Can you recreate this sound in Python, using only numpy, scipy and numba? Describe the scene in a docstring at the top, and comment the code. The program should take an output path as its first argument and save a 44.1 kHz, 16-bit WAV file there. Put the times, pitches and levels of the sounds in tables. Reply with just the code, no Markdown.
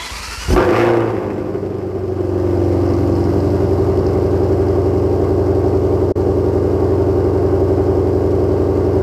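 """Closed garage, just behind the tailpipes: a V8 is started cold.
The starter whines and grinds over a few compressions, cylinders catch, revs flare and sink to a fast, lumpy idle.
Starter: gear tones and tooth-noise bursts in the housing. First strokes: decaying low sines and noise coughs.
Exhaust: eight uneven pulses a cycle ring pipes, muffler and walls (boom, bark); noise puffs rasp and hiss.
Cracks, hard barks and spits add to it; clear overtones and a pulley whine stand out at idle."""
import sys
import numpy as np
from scipy import signal
from scipy.fft import rfft, irfft
from scipy.io import wavfile
from scipy.ndimage import uniform_filter1d
from numba import njit

SR = 44100
rng = np.random.default_rng(int(sys.argv[2]) if len(sys.argv) > 2 else 0)


def bounce(signal):
    """Save signal as a 16-bit WAV file at the path given by the first command-line argument."""
    frames = np.transpose(np.atleast_2d(signal))
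    limited = np.clip(frames, -1, 1)
    pcm = np.round(limited * 32767).astype(np.int16)
    wavfile.write(sys.argv[1], SR, pcm)


N = 397782
TIME = np.arange(N) / SR

# engine speed once running: t/s, firing rate f/Hz
SPEED = [(0.56, 67.89), (0.7, 108.9), (0.85, 117.97), (1.0, 114.32), (1.25, 102.62), (1.4, 103.14),
         (1.5, 99.33), (1.75, 97.52), (2.0, 93.93), (2.5, 92.53), (3.0, 91.24), (3.2, 91.67), (3.4, 91.33),
         (4.2, 89.73), (4.4, 90.59), (4.7, 90.57), (5.2, 89.43), (5.4, 91.06), (5.6, 90.1), (6.2, 89.55),
         (6.75, 89.48), (6.95, 90.98), (7.2, 89.8), (7.6, 90.61), (8.15, 89.44), (8.35, 90.01), (8.6, 89.3),
         (9.0, 90.3)]
# cylinders in firing order, before scaling: arrival in slot/0-1, level/dB
CYLINDERS = [(0.0, -2.71), (0.22, 5.96), (0.39, 2.64), (0.35, 9.34), (0.19, -5.14), (0.43, 1.22),
             (0.5, -5.02), (0.41, 7.69)]
# firing strengths most unequal while coasting, more alike in flare and idle: t/s, share of level differences/1
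UNEVEN = [(1, 0.55), (1.7, 0.85), (2.3, 0.4), (3, 0.54)]
# likeness of the two crank turns of a cycle: t/s, likeness/0-1
LIKENESS = [(1.05, 0.53), (1.5, 0.13), (1.9, 0.21), (2.25, 0.84), (3.1, .65), (3.7, 0)]

# pipe and garage resonances: f/Hz, width/Hz, level/dB
PIPE = [(69.9, 6.3, -18.5), (93, 6, -18), (114.6, 10, -19), (145.7, 8.9, -28), (188.7, 7, -21),
        (235.8, 8, -21), (290, 6.1, -12.2), (327.5, 7.1, -7), (356.4, 14.4, -10.1), (383.4, 7.1, -12)]
# slower standing waves between the walls: f/Hz, width/Hz, level/dB
WALLS = [(293, 56.5, 1), (406.2, 13.8, 2.5), (427, 9.1, 7.5), (481.9, 12.5, 0.5), (528.5, 17, -9.5),
         (577.9, 13.5, 0), (612, 30, -5), (697, 45, -12.5), (785.4, 40, -13.5), (927, 8.5, -14)]
# muffler note, moving with gas heat and flow: t/s, centre f/Hz, level re bark/dB
MUFFLER = [(.56, 357, 2), (1, 336, 0.5), (1.55, 393.4, -0.5), (2, 368.8, 5), (3, 361, -1.5),
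           (3.8, 334, -24.5)]
# rough drone under load: multiple of firing rate/1, level/dB
DRONE = [(2, -7.5), (3, -5.5), (4, -4.5), (5, -13.5)]
# overtones singing out as revs sink: multiple of firing rate/1, from t/s, to t/s, level re bark/dB
SINGING = [(3, .62, 1.0, -6), (4, .78, 1.0, -9), (4, 1.85, 2.3, -4), (3.75, 2.15, 3.38, 1),
           (5.75, 2.2, 3.1, -14.5), (3.25, 2.15, 3.6, -6), (3, 2.7, 3.3, -11), (4.25, 3.5, 9.2, -18),
           (4.375, 3.3, 9.2, -13), (6.375, 3.3, 9.2, -18)]
# clear overtones at idle: multiple of firing rate/1, level/dB
OVERTONES = [(3, -40), (3.625, -34), (5.125, -37), (5.375, -37), (5.75, -42), (6.875, -42), (7.625, -43),
             (8.375, -46), (8.75, -44), (9.5, -48), (10, -48), (12, -50), (12.5, -51), (18, -58)]
# escaping gas spectrum: f/Hz, density level/dB
GAS = [(290, -26), (500, 8), (585, -13.5), (651, -13.5), (780, -16.5), (900, -17.5), (984, -20.5),
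       (1130, -18), (1360, -29.5), (1550, -26.5), (1750, -38), (2140, -34), (2320, -46), (2930, -45.5),
       (3600, -69), (4680, -68.5), (7920, -120)]
# fine spray at the pipe mouths, spectrum: f/Hz, density level/dB
SPRAY = [(2800, -3.5), (3600, -12.5), (4400, -5), (5100, -3.5), (6400, -11.5), (8000, -12), (9600, -20),
         (12000, -14), (14000, -21.5)]

# start-up flare; rows boom, bark, rasp, hiss: flare level/dB, held until t/s, release/s, coasting level/dB
FLARE = [(-21, 1.05, 0.065, -24), (-13, 0.97, 0.18, -21), (-17, 0.91, 0.46, -38.5),
         (-42.5, 0.83, 0.28, -55.5)]
# load taken up near idle; rows boom, bark, rasp, hiss: idle level/dB, overshoot/dB
IDLE = [(-17, 0.5), (-14, -1.73), (-30.5, 1), (-49.5, 3)]
# hardest firings, top of the flare: t/s, half width/s
PEAK_PULL = (0.8, 0.066)

# pinion teeth on the flywheel, before sag and flutter: t/s, mesh rate f/Hz
MESH = [(0, 999), (.05, 1038), (.1, 1004), (.14, 1185), (.21, 1225), (.25, 1370), (.3, 1330), (.34, 1407),
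        (.38, 1369), (.42, 1532), (.47, 1457), (.55, 1602)]
# starter and bell housing spectrum: f/Hz, density level/dB
HOUSING = [(71, -54), (120, -4.5), (412, -5), (705, -9.5), (895, -3.5), (989, 1), (1090, -5), (1210, -4.5),
           (1560, -5.5), (2570, -5.5), (3610, -15), (4580, -6.5), (8150, -14), (12600, -22.5), (14000, -36)]
# gear tones: multiple of mesh rate/1, level/dB
GEAR_TONES = [(1, -1), (2, -1), (3, -10), (3.33, -4), (4, -5)]

# slow strokes, cranking and catching: t/s, relative thump level/dB, relative combustion level/dB
STROKES = [(.002, -21, -47), (0.111, -13.5, -57), (0.191, -17, -57), (0.276, -14, -46), (0.372, -13, -50),
           (0.449, -15, -43), (0.48, -1, -23), (0.504, 2.5, -16.5), (0.528, -13, -17), (0.547, -23, -24),
           (0.563, -22, -30)]
# lone combustion in the cold pipe, spectrum: f/Hz, density level/dB
COUGH = [(60, 8), (130, 0.5), (350, 1.5), (600, -10.5), (1200, -17), (3000, -56), (12000, -36.5)]
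# late burns cracking in the pipes: t/s, relative level/dB
CRACKS = [(.564, -19), (.577, -15.5), (.604, -17), (.626, -17), (.690, -23), (.729, -19), (.765, -19),
          (.793, -20), (.813, -19), (.889, -24)]
# crack spectrum: f/Hz, density level/dB
CRACK_COLOUR = [(600, 4), (900, 7.5), (1550, 1), (2200, -12), (3100, -20), (3700, -24), (5200, -19),
                (8000, -41), (13000, -41)]
# firings that bark harder: t/s, relative level/dB
BARKS = [(.649, -9), (.708, -5), (.833, -11), (.850, -9), (.936, -11), (.972, -10), (1.006, -9),
         (1.106, -13)]
# muffler resonance of a hard bark: f/Hz, width/Hz, relative level/dB
BARK_RING = [(400, 89, -2)]
# loudest spits at the pipe mouths: t/s, relative level/dB
SPITS = [(2.937, -28), (3.153, -33), (3.24, -29), (3.403, -30), (3.503, -28), (3.99, -30), (4.066, -27),
         (4.258, -33), (4.433, -31), (4.523, -33), (4.685, -31), (5.662, -35), (5.752, -33)]
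# resonances of a spit: f/Hz, width/Hz, level/dB
SPIT_RING = [(2730, 400, -6.5), (4640, 400, -4.5), (5080, 430, -2), (5540, 400, -17)]
# lesser spits, swelling then fading: t/s, level/dB
SPITTING = [(2.2, -75), (2.9, -52), (4.2, -59), (6, -63.5), (9, -64)]
# brief dip in level: from t/s, to t/s
GAP = (6.121, 6.157)

# idle load: onset, rise length, overshoot peak, settling time
PICKUP_S, PICKUP_RISE_S, OVERSHOOT_S, SETTLE_S = 1.96, 0.63, 3.34, 1.25
BOOM_BUILD_S = 0.052  # a few firings
IDLE_NOTE_DB, PICKUP_RUMBLE_DB = -30, -7  # re boom; rumble at full overshoot
WALLS_COAST_DB, WALLS_LOAD_RISE_DB = -9, 4  # re bark
CHURN_DB = -12  # re bark
SING_FADE_S = 0.087
DRIVE_SCALE_DB, DRIVE_HOLD_S, DRIVE_RELEASE_S = 4, 0.58, 0.78  # scale before build-up and decay
TEAR_DB, TEAR_PEAK_DB, TEAR_FADE_DB_PER_S = -13.5, 7, 3.5  # re rasp
# bark throb while coasting: depth before levelling, one crest, middle and half length of the stretch
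LOPE_DB, LOPE_CREST_S, LOPE_MID_S, LOPE_HALF_S = 2.8, 1.637, 1.65, .27
BELT_RATIO, BELT_DB = 10.35, -45  # pulley whine, multiple of firing rate
MESH_SAG, STRAIN_S = 0.029, 0.025  # peak share of speed lost; lead and width of the strain
GEAR_ROUGH, GEAR_FLUTTER_HZ = .7, 55  # flutter depth, bandwidth
STARTER_DB = -31
WHINE_START_DB, WHINE_DROP_DB, ENGAGE_S = 6, 9, 0.054  # whine re clatter
GRIND_DB, GRIND_LAG_S, GRIND_S = 2.5, 0.057, .02
TOP_HZ = 14000


def undb(db):
    """Decibels to gain."""
    return 10 ** (np.asarray(db) / 20)


def curves(table):
    """Columns of a (t, ..) table, interpolated per sample."""
    s, *columns = np.transpose(table)
    return [np.interp(TIME, s, c) for c in columns]


def held(until_s, release_s):
    """1 until a moment, then exponential decay."""
    return np.exp(-np.maximum(TIME - until_s, 0) / release_s)


def ramp(start_s, length_s):
    """Straight rise from 0 to 1."""
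    return np.clip((TIME - start_s) / length_s, 0, 1)


def bump(at_s, width_s):
    """Gaussian swell from 0 to 1 and back."""
    return np.exp(-((TIME - at_s) / width_s) ** 2)


def steady(x, span=0.14):
    """Level to a running rms near 1 over span seconds."""
    power = uniform_filter1d(x * x, int(span * SR))
    floor = np.mean(x * x) / 10 ** 4
    return x / np.sqrt(np.maximum(power, 0) + floor)


def cut(x, hz, kind, order=4):
    """Butterworth filter."""
    return signal.sosfilt(signal.butter(order, hz, kind, fs=SR, output="sos"), x + 1e-18)


def tremor(hz):
    """Random wavering slower than hz, spread 1."""
    x = cut(rng.standard_normal(N), hz, "low", order=2)
    return x / x.std()


def colour(x, points):
    """Minimum-phase filter with an (f, dB) response, falling off outside the points."""
    hz, db = np.transpose(points)
    log_f = np.log(np.maximum(np.fft.rfftfreq(4096, 1 / SR), 1))
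    below = np.maximum(np.log(hz[0]) - log_f, 0)
    above = np.maximum(log_f - np.log(hz[-1]), 0)
    response_db = np.interp(log_f, np.log(hz), db) - 20 * (below + above)
    cepstrum = irfft(np.log(undb(response_db)))
    # fold to the causal half
    cepstrum[1:] *= 2 * (np.arange(1, len(cepstrum)) < len(cepstrum) / 2)
    impulse = irfft(np.exp(rfft(cepstrum)))
    return signal.fftconvolve(x, impulse)[:N]


def ring(x, modes):
    """Sum of (f, width, dB) resonances."""
    out = 0
    for hz, width_hz, db in modes:
        b, a = signal.iirpeak(hz, hz / width_hz, fs=SR)
        out = out + undb(db) * signal.lfilter(b, a, x + 1e-18)
    return out


@njit
def sweep(x, hz, width):
    """Band-pass with a moving centre (state-variable filter)."""
    y, b, l = np.empty(len(x)), 0., 0.
    for i in range(len(x)):
        g, k = np.tan(np.pi * hz[i] / SR), width / hz[i]
        v = (b + g * (x[i] + 1e-18 - l)) / (1 + g * (g + k))
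        b, l, y[i] = 2 * v - b, l + 2 * g * v, k * v
    return y


def track(x, hz, width_hz):
    """Two moving band-passes in series, levelled."""
    once = sweep(x, hz, float(width_hz))
    return steady(sweep(once, hz, float(width_hz)))


def clicks(times, sizes):
    """One pulse at each time, shared between two samples."""
    out = 0
    for k in range(2):
        index = np.clip(times * SR, 0, N).astype(int) + k
        weights = sizes * abs(1 - k - times * SR % 1)
        out = out + np.bincount(index, weights, N + 2)[:N]
    return out


def puffs(pulses, decay_s):
    """Noise burst dying away after each pulse."""
    envelope = signal.lfilter([1], [1, -np.exp(-1 / (decay_s * SR))], pulses + 1e-18)
    return envelope * rng.standard_normal(N)


def garage(x, t60, wet_db):
    """Direct sound plus dense reflections from bare walls and floor: decaying noise, t60 in s."""
    t = TIME[:SR // 2]
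    tail = rng.standard_normal(len(t)) * np.exp(-np.log(1000) * t / t60) * (t > .004)
    return x + undb(wet_db) * signal.fftconvolve(x, tail / np.linalg.norm(tail))[:N]


def overtones(turn):
    """Wavering sines at idle: clear engine overtones and the thin whine of a belt-driven pulley."""
    out = 0
    for multiple, db in OVERTONES + [(BELT_RATIO, BELT_DB)]:
        waver = 1 + .3 * tremor(6)
        tone = np.sin(2 * np.pi * (multiple * turn + rng.random()))
        out = out + np.sqrt(2) * undb(db) * waver * tone
    return out * ramp(2.1, 1.3)


def gear_whine(mesh):
    """Worn-gear tones, each fluttering on its own in level and phase."""
    out = 0
    for k, db in GEAR_TONES:
        level = undb(db) * (1 + GEAR_ROUGH * tremor(GEAR_FLUTTER_HZ))
        phase = k * mesh + GEAR_ROUGH * np.sqrt(k / 2) * tremor(GEAR_FLUTTER_HZ)
        out = out + level * np.sin(phase)
    return out


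def starter():
    """Gear teeth whine and clatter in the housing until the pinion drops out."""
    # the motor labours against each compression, just before the cylinder lets go
    strain = np.max([bump(s - STRAIN_S, STRAIN_S) for s, _, _ in STROKES], axis=0)
    mesh_hz = curves(MESH)[0] * (1 - MESH_SAG * strain)
    mesh = 2 * np.pi * np.cumsum(mesh_hz * (1 + .005 * tremor(50))) / SR
    # off-centre pinion: side tones around the mesh tone
    wobble = 1 + .6 * np.sin(mesh / 3)
    whine = steady(garage(wobble * gear_whine(mesh), t60=.2, wet_db=-6))
    whine_db = WHINE_START_DB - WHINE_DROP_DB * ramp(0, ENGAGE_S)

    teeth_s = TIME[1:][np.diff(mesh // (2 * np.pi)) > 0]
    knocks = clicks(teeth_s, undb(1.6 * rng.exponential(size=N)[:len(teeth_s)]))
    clatter = garage(puffs(knocks, 0.00093), t60=0.41, wet_db=-9)
    clatter = steady(colour(clatter, HOUSING))
    # teeth grind harder as the motor spins up after each stroke
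    grind = np.max([bump(s + GRIND_LAG_S, GRIND_S) for s, _, _ in STROKES], axis=0)
    level = undb(STARTER_DB + GRIND_DB * grind) * held(0.536, 0.019)
    return level * (clatter + undb(whine_db) * whine)


def strokes():
    """Single cylinders push air out with a deep thump (decaying sines) and a noise cough of combustion."""
    s, thump_db, burn_db = np.transpose(STROKES)
    t = TIME[:SR // 4]
    tones = np.sin(2 * np.pi * 54 * t) + 0.25 * np.sin(2 * np.pi * 73 * t)
    thud = tones * np.exp(-t / 0.038) * (1 - np.exp(-t / 0.007))
    thumps = signal.fftconvolve(clicks(s, undb(thump_db)), -thud)[:N]
    thumps = cut(thumps, 65.5, "high", order=3)
    cough = colour(puffs(clicks(s, undb(burn_db)), 0.022), COUGH)
    return thumps + undb(20) * cough


def cracks():
    """Late burns: short bursts of gas with a steep front, echoed by the walls."""
    s, db = np.transpose(CRACKS)
    bursts = colour(puffs(clicks(s, undb(db)), 0.0032), CRACK_COLOUR)
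    return undb(15) * garage(bursts, t60=0.18, wet_db=0)


def barks():
    """Hard firings give the muffler resonance a short extra kick."""
    s, db = np.transpose(BARKS)
    return undb(32) * ring(clicks(s, undb(db)), BARK_RING)


def spitting(pulses):
    """Cold pipes spit: short bright ringing ticks ride on firings, a few louder ones apart."""
    s, db = np.transpose(SPITS)
    loud = undb(6) * puffs(clicks(s, undb(db)), .004)
    lesser = puffs(pulses * undb(20 * rng.random(N)), 0.003)
    lesser = steady(ring(lesser, SPIT_RING), span=0.43)
    lesser_gain = undb(curves(SPITTING)[0]) * ramp(PICKUP_S, PICKUP_RISE_S)
    ticks = ring(loud, SPIT_RING) + lesser_gain * lesser
    return garage(cut(ticks, [2400, 6300], "band", order=2), t60=.2, wet_db=-10)


def overshoot():
    """Extra load, 0-1: rises as the engine takes up the idle, then settles."""
    return ramp(PICKUP_S, OVERSHOOT_S - PICKUP_S) * held(OVERSHOOT_S, SETTLE_S)


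def loudness(flare, idle):
    """Voice level in dB: flare, coasting, then the load of the cold idle."""
    flare_db, until_s, release_s, coast_db = flare
    idle_db, over_db = idle
    flare_part = (flare_db - coast_db) * held(until_s, release_s)
    idle_part = (idle_db - coast_db) * ramp(PICKUP_S, PICKUP_RISE_S)
    return coast_db + flare_part + idle_part + over_db * overshoot()


def drive():
    """Gain of hard, even firing: builds up to the top of the flare, fades as the throttle shuts."""
    build = ramp(SPEED[0][0], PEAK_PULL[0] - SPEED[0][0]) ** 1.13
    return undb(DRIVE_SCALE_DB) * build * held(DRIVE_HOLD_S, DRIVE_RELEASE_S)


def tearing():
    """Gain of the tearing gas: strongest at the top of the flare, fading steadily after it."""
    fade_db = TEAR_FADE_DB_PER_S * np.maximum(TIME - PEAK_PULL[0], 0)
    return undb(TEAR_DB + TEAR_PEAK_DB * bump(*PEAK_PULL) - fade_db)


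def gas(pulses):
    """Turbulence behind each pulse rasps, tears when driven hard, and hisses."""
    # the steep front repeats from cycle to cycle, the turbulence does not
    front_gain = undb(-4.5) + undb(0.5) * drive()
    front = front_gain * steady(pulses) + steady(puffs(pulses, 0.0039))
    rasp = colour(garage(front, t60=0.53, wet_db=10.5), GAS)
    rasp = steady(cut(rasp, [640, 3300], "band"), span=0.12)
    tear = garage(drive() * steady(pulses) + steady(puffs(pulses, .004)), t60=.2, wet_db=-1)
    tear = steady(cut(cut(tear, 1350, "high"), 2200, "low"), span=.1)
    # some puffs hiss harder; the walls draw each out
    jets = puffs(pulses * undb(2 * rng.exponential(size=N)), 0.0052)
    wash = undb(5.0) * steady(puffs(pulses, 0.04))
    hiss = colour(garage(steady(jets) + wash, t60=0.36, wet_db=-9.5), SPRAY)
    hiss = cut(hiss, 2370, "high")
    return steady(rasp + tearing() * tear, span=0.048), steady(hiss)


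def muffler(pulses, width_hz):
    """A steep, moving resonance picks out one engine order after another."""
    centre_hz, db = curves(MUFFLER)
    return undb(db) * track(pulses, centre_hz, width_hz)


def singing(bark, firing_hz, width_hz):
    """Single overtones of the bark swell into clean notes that follow the revs."""
    out = 0
    for multiple, start_s, end_s, db in SINGING:
        # whole orders of the engine cycle
        hz = firing_hz * round(multiple * len(CYLINDERS)) / len(CYLINDERS)
        rise = ramp(start_s - SING_FADE_S / 2, SING_FADE_S)
        fall = ramp(end_s - SING_FADE_S / 2, SING_FADE_S)
        out = out + undb(db) * (rise - fall) * track(bark, hz, width_hz)
    return out


def pipes(pulses, turn):
    """Pulses ring pipes, muffler and walls: a deep boom and a bark."""
    surge, firing_hz = drive(), curves(SPEED)[0]
    pipe = ring(pulses, PIPE)
    boom = steady(cut(cut(pipe, 54.3, "high", order=6), 239.5, "low"))
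    # under load cylinders fire alike: firing note over a rumble, overtones merge into a rough drone
    note = track(boom, firing_hz, 14.0)
    rumble = steady(cut(puffs(pulses, 0.057), [90, 260], "band", order=2))
    shaky_turn = turn + 0.011 * tremor(59)
    tones = sum(undb(db) * np.sin(2 * np.pi * round(k) * shaky_turn) for k, db in DRONE)
    drone = steady((1 + 0.43 * tremor(59)) * tones)
    note_gain = undb(IDLE_NOTE_DB) + np.sqrt(surge) * undb(-24.0)
    rumble_gain = surge * undb(-12.0) + overshoot() * undb(PICKUP_RUMBLE_DB)
    boom = steady(boom + note_gain * note + rumble_gain * rumble)

    bark = steady(cut(cut(pipe, 300.6, "high"), 336.3, "low", order=5))
    walls = 0
    for hz, width_hz, db in WALLS:
        mode = [(hz, width_hz, 0)]
        walls = walls + undb(db) * ring(ring(pulses, mode), mode)
    walls_db = WALLS_COAST_DB + WALLS_LOAD_RISE_DB * ramp(PICKUP_S, PICKUP_RISE_S)
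    bark = bark + undb(walls_db) * steady(walls)
    churn = garage(puffs(pulses, 0.0061), t60=0.57, wet_db=10.0)
    churn = steady(cut(churn, [280, 700], "band", order=2))
    notes = singing(bark, firing_hz, width_hz=5.3) + muffler(pulses, width_hz=43.0)
    return boom, steady(bark + notes + undb(CHURN_DB) * churn + surge * drone)


def lope(turn):
    """Bark gain: the lightly loaded engine swells and sags once per cycle."""
    cycle = (turn - np.interp(LOPE_CREST_S, TIME, turn)) / len(CYLINDERS)
    depth_db = LOPE_DB * bump(LOPE_MID_S, LOPE_HALF_S)
    return steady(undb(depth_db * np.cos(2 * np.pi * cycle)))


def firings(turn, scatter_db, jitter_s, spread):
    """Pulse train, each cylinder with its own delay and strength; delays grow lumpier towards idle."""
    slot = np.arange(int(turn[-1]) - 1)
    when = np.interp(slot, turn, TIME)
    own = np.array(CYLINDERS)[slot % len(CYLINDERS)]
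    opposite = np.array(CYLINDERS)[(slot + len(CYLINDERS) // 2) % len(CYLINDERS)]
    alike = np.clip(np.interp(when, *np.transpose(LIKENESS)), 0, 1)
    late, db = own.T + alike * (opposite - own).T / 2
    chance = rng.standard_normal((1024, 2))[slot].T
    lumpy = np.interp(when, [1.6, 3.4], [.7, 1])
    times = np.interp(slot + late.mean() + lumpy * (late - late.mean()), turn, TIME)
    uneven = spread * np.interp(when, *np.transpose(UNEVEN))
    # chance scatter shrinks as the lumpiness grows
    level_db = uneven * db + scatter_db / lumpy * chance[1]
    return clicks(times + jitter_s / lumpy * chance[0], undb(level_db))


def exhaust():
    """Running engine: firings drive the four exhaust voices, spits and overtones."""
    running = ramp(SPEED[0][0], 0.0024)
    turn = np.cumsum(curves(SPEED)[0] * (running > 0)) / SR  # counts firings
    pulses = firings(turn, scatter_db=1.45, jitter_s=.00004, spread=0.94)
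    blasts = firings(turn, scatter_db=1.1, jitter_s=.00006, spread=0.61)  # gas leaves more evenly
    boom, bark = pipes(pulses, turn)
    rasp, hiss = gas(blasts)
    boom = boom * ramp(SPEED[0][0], BOOM_BUILD_S)
    bark = bark * lope(turn)
    hiss = hiss * undb(2.6 * bump(*PEAK_PULL))
    voices = 0
    for flare, idle, voice in zip(FLARE, IDLE, (boom, bark, rasp, hiss)):
        voices = voices + undb(loudness(flare, idle)) * voice
    return running * voices + spitting(blasts) + overtones(turn)


def scene():
    """Starter, first strokes, late burns, hard firings and the running engine."""
    return (starter() + strokes() + cracks() + barks() + exhaust())[None]


def record(dry):
    """Peaks are rounded, the level dips once by 34 dB, the top is cut."""
    ceiling = 0.68
    rounded = dry / (1 + (dry / ceiling) ** 6) ** (1 / 6)
    inside_s = np.minimum(TIME - GAP[0], GAP[1] - TIME)
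    shut = np.clip(inside_s / 0.006 + .5, 0, 1)
    dipped = rounded * (1 - shut * (1 - undb(-34)))
    return signal.sosfilt(signal.ellip(10, .2, 80, TOP_HZ, fs=SR, output="sos"), dipped)


dry = scene()
out = record(dry)
bounce(out)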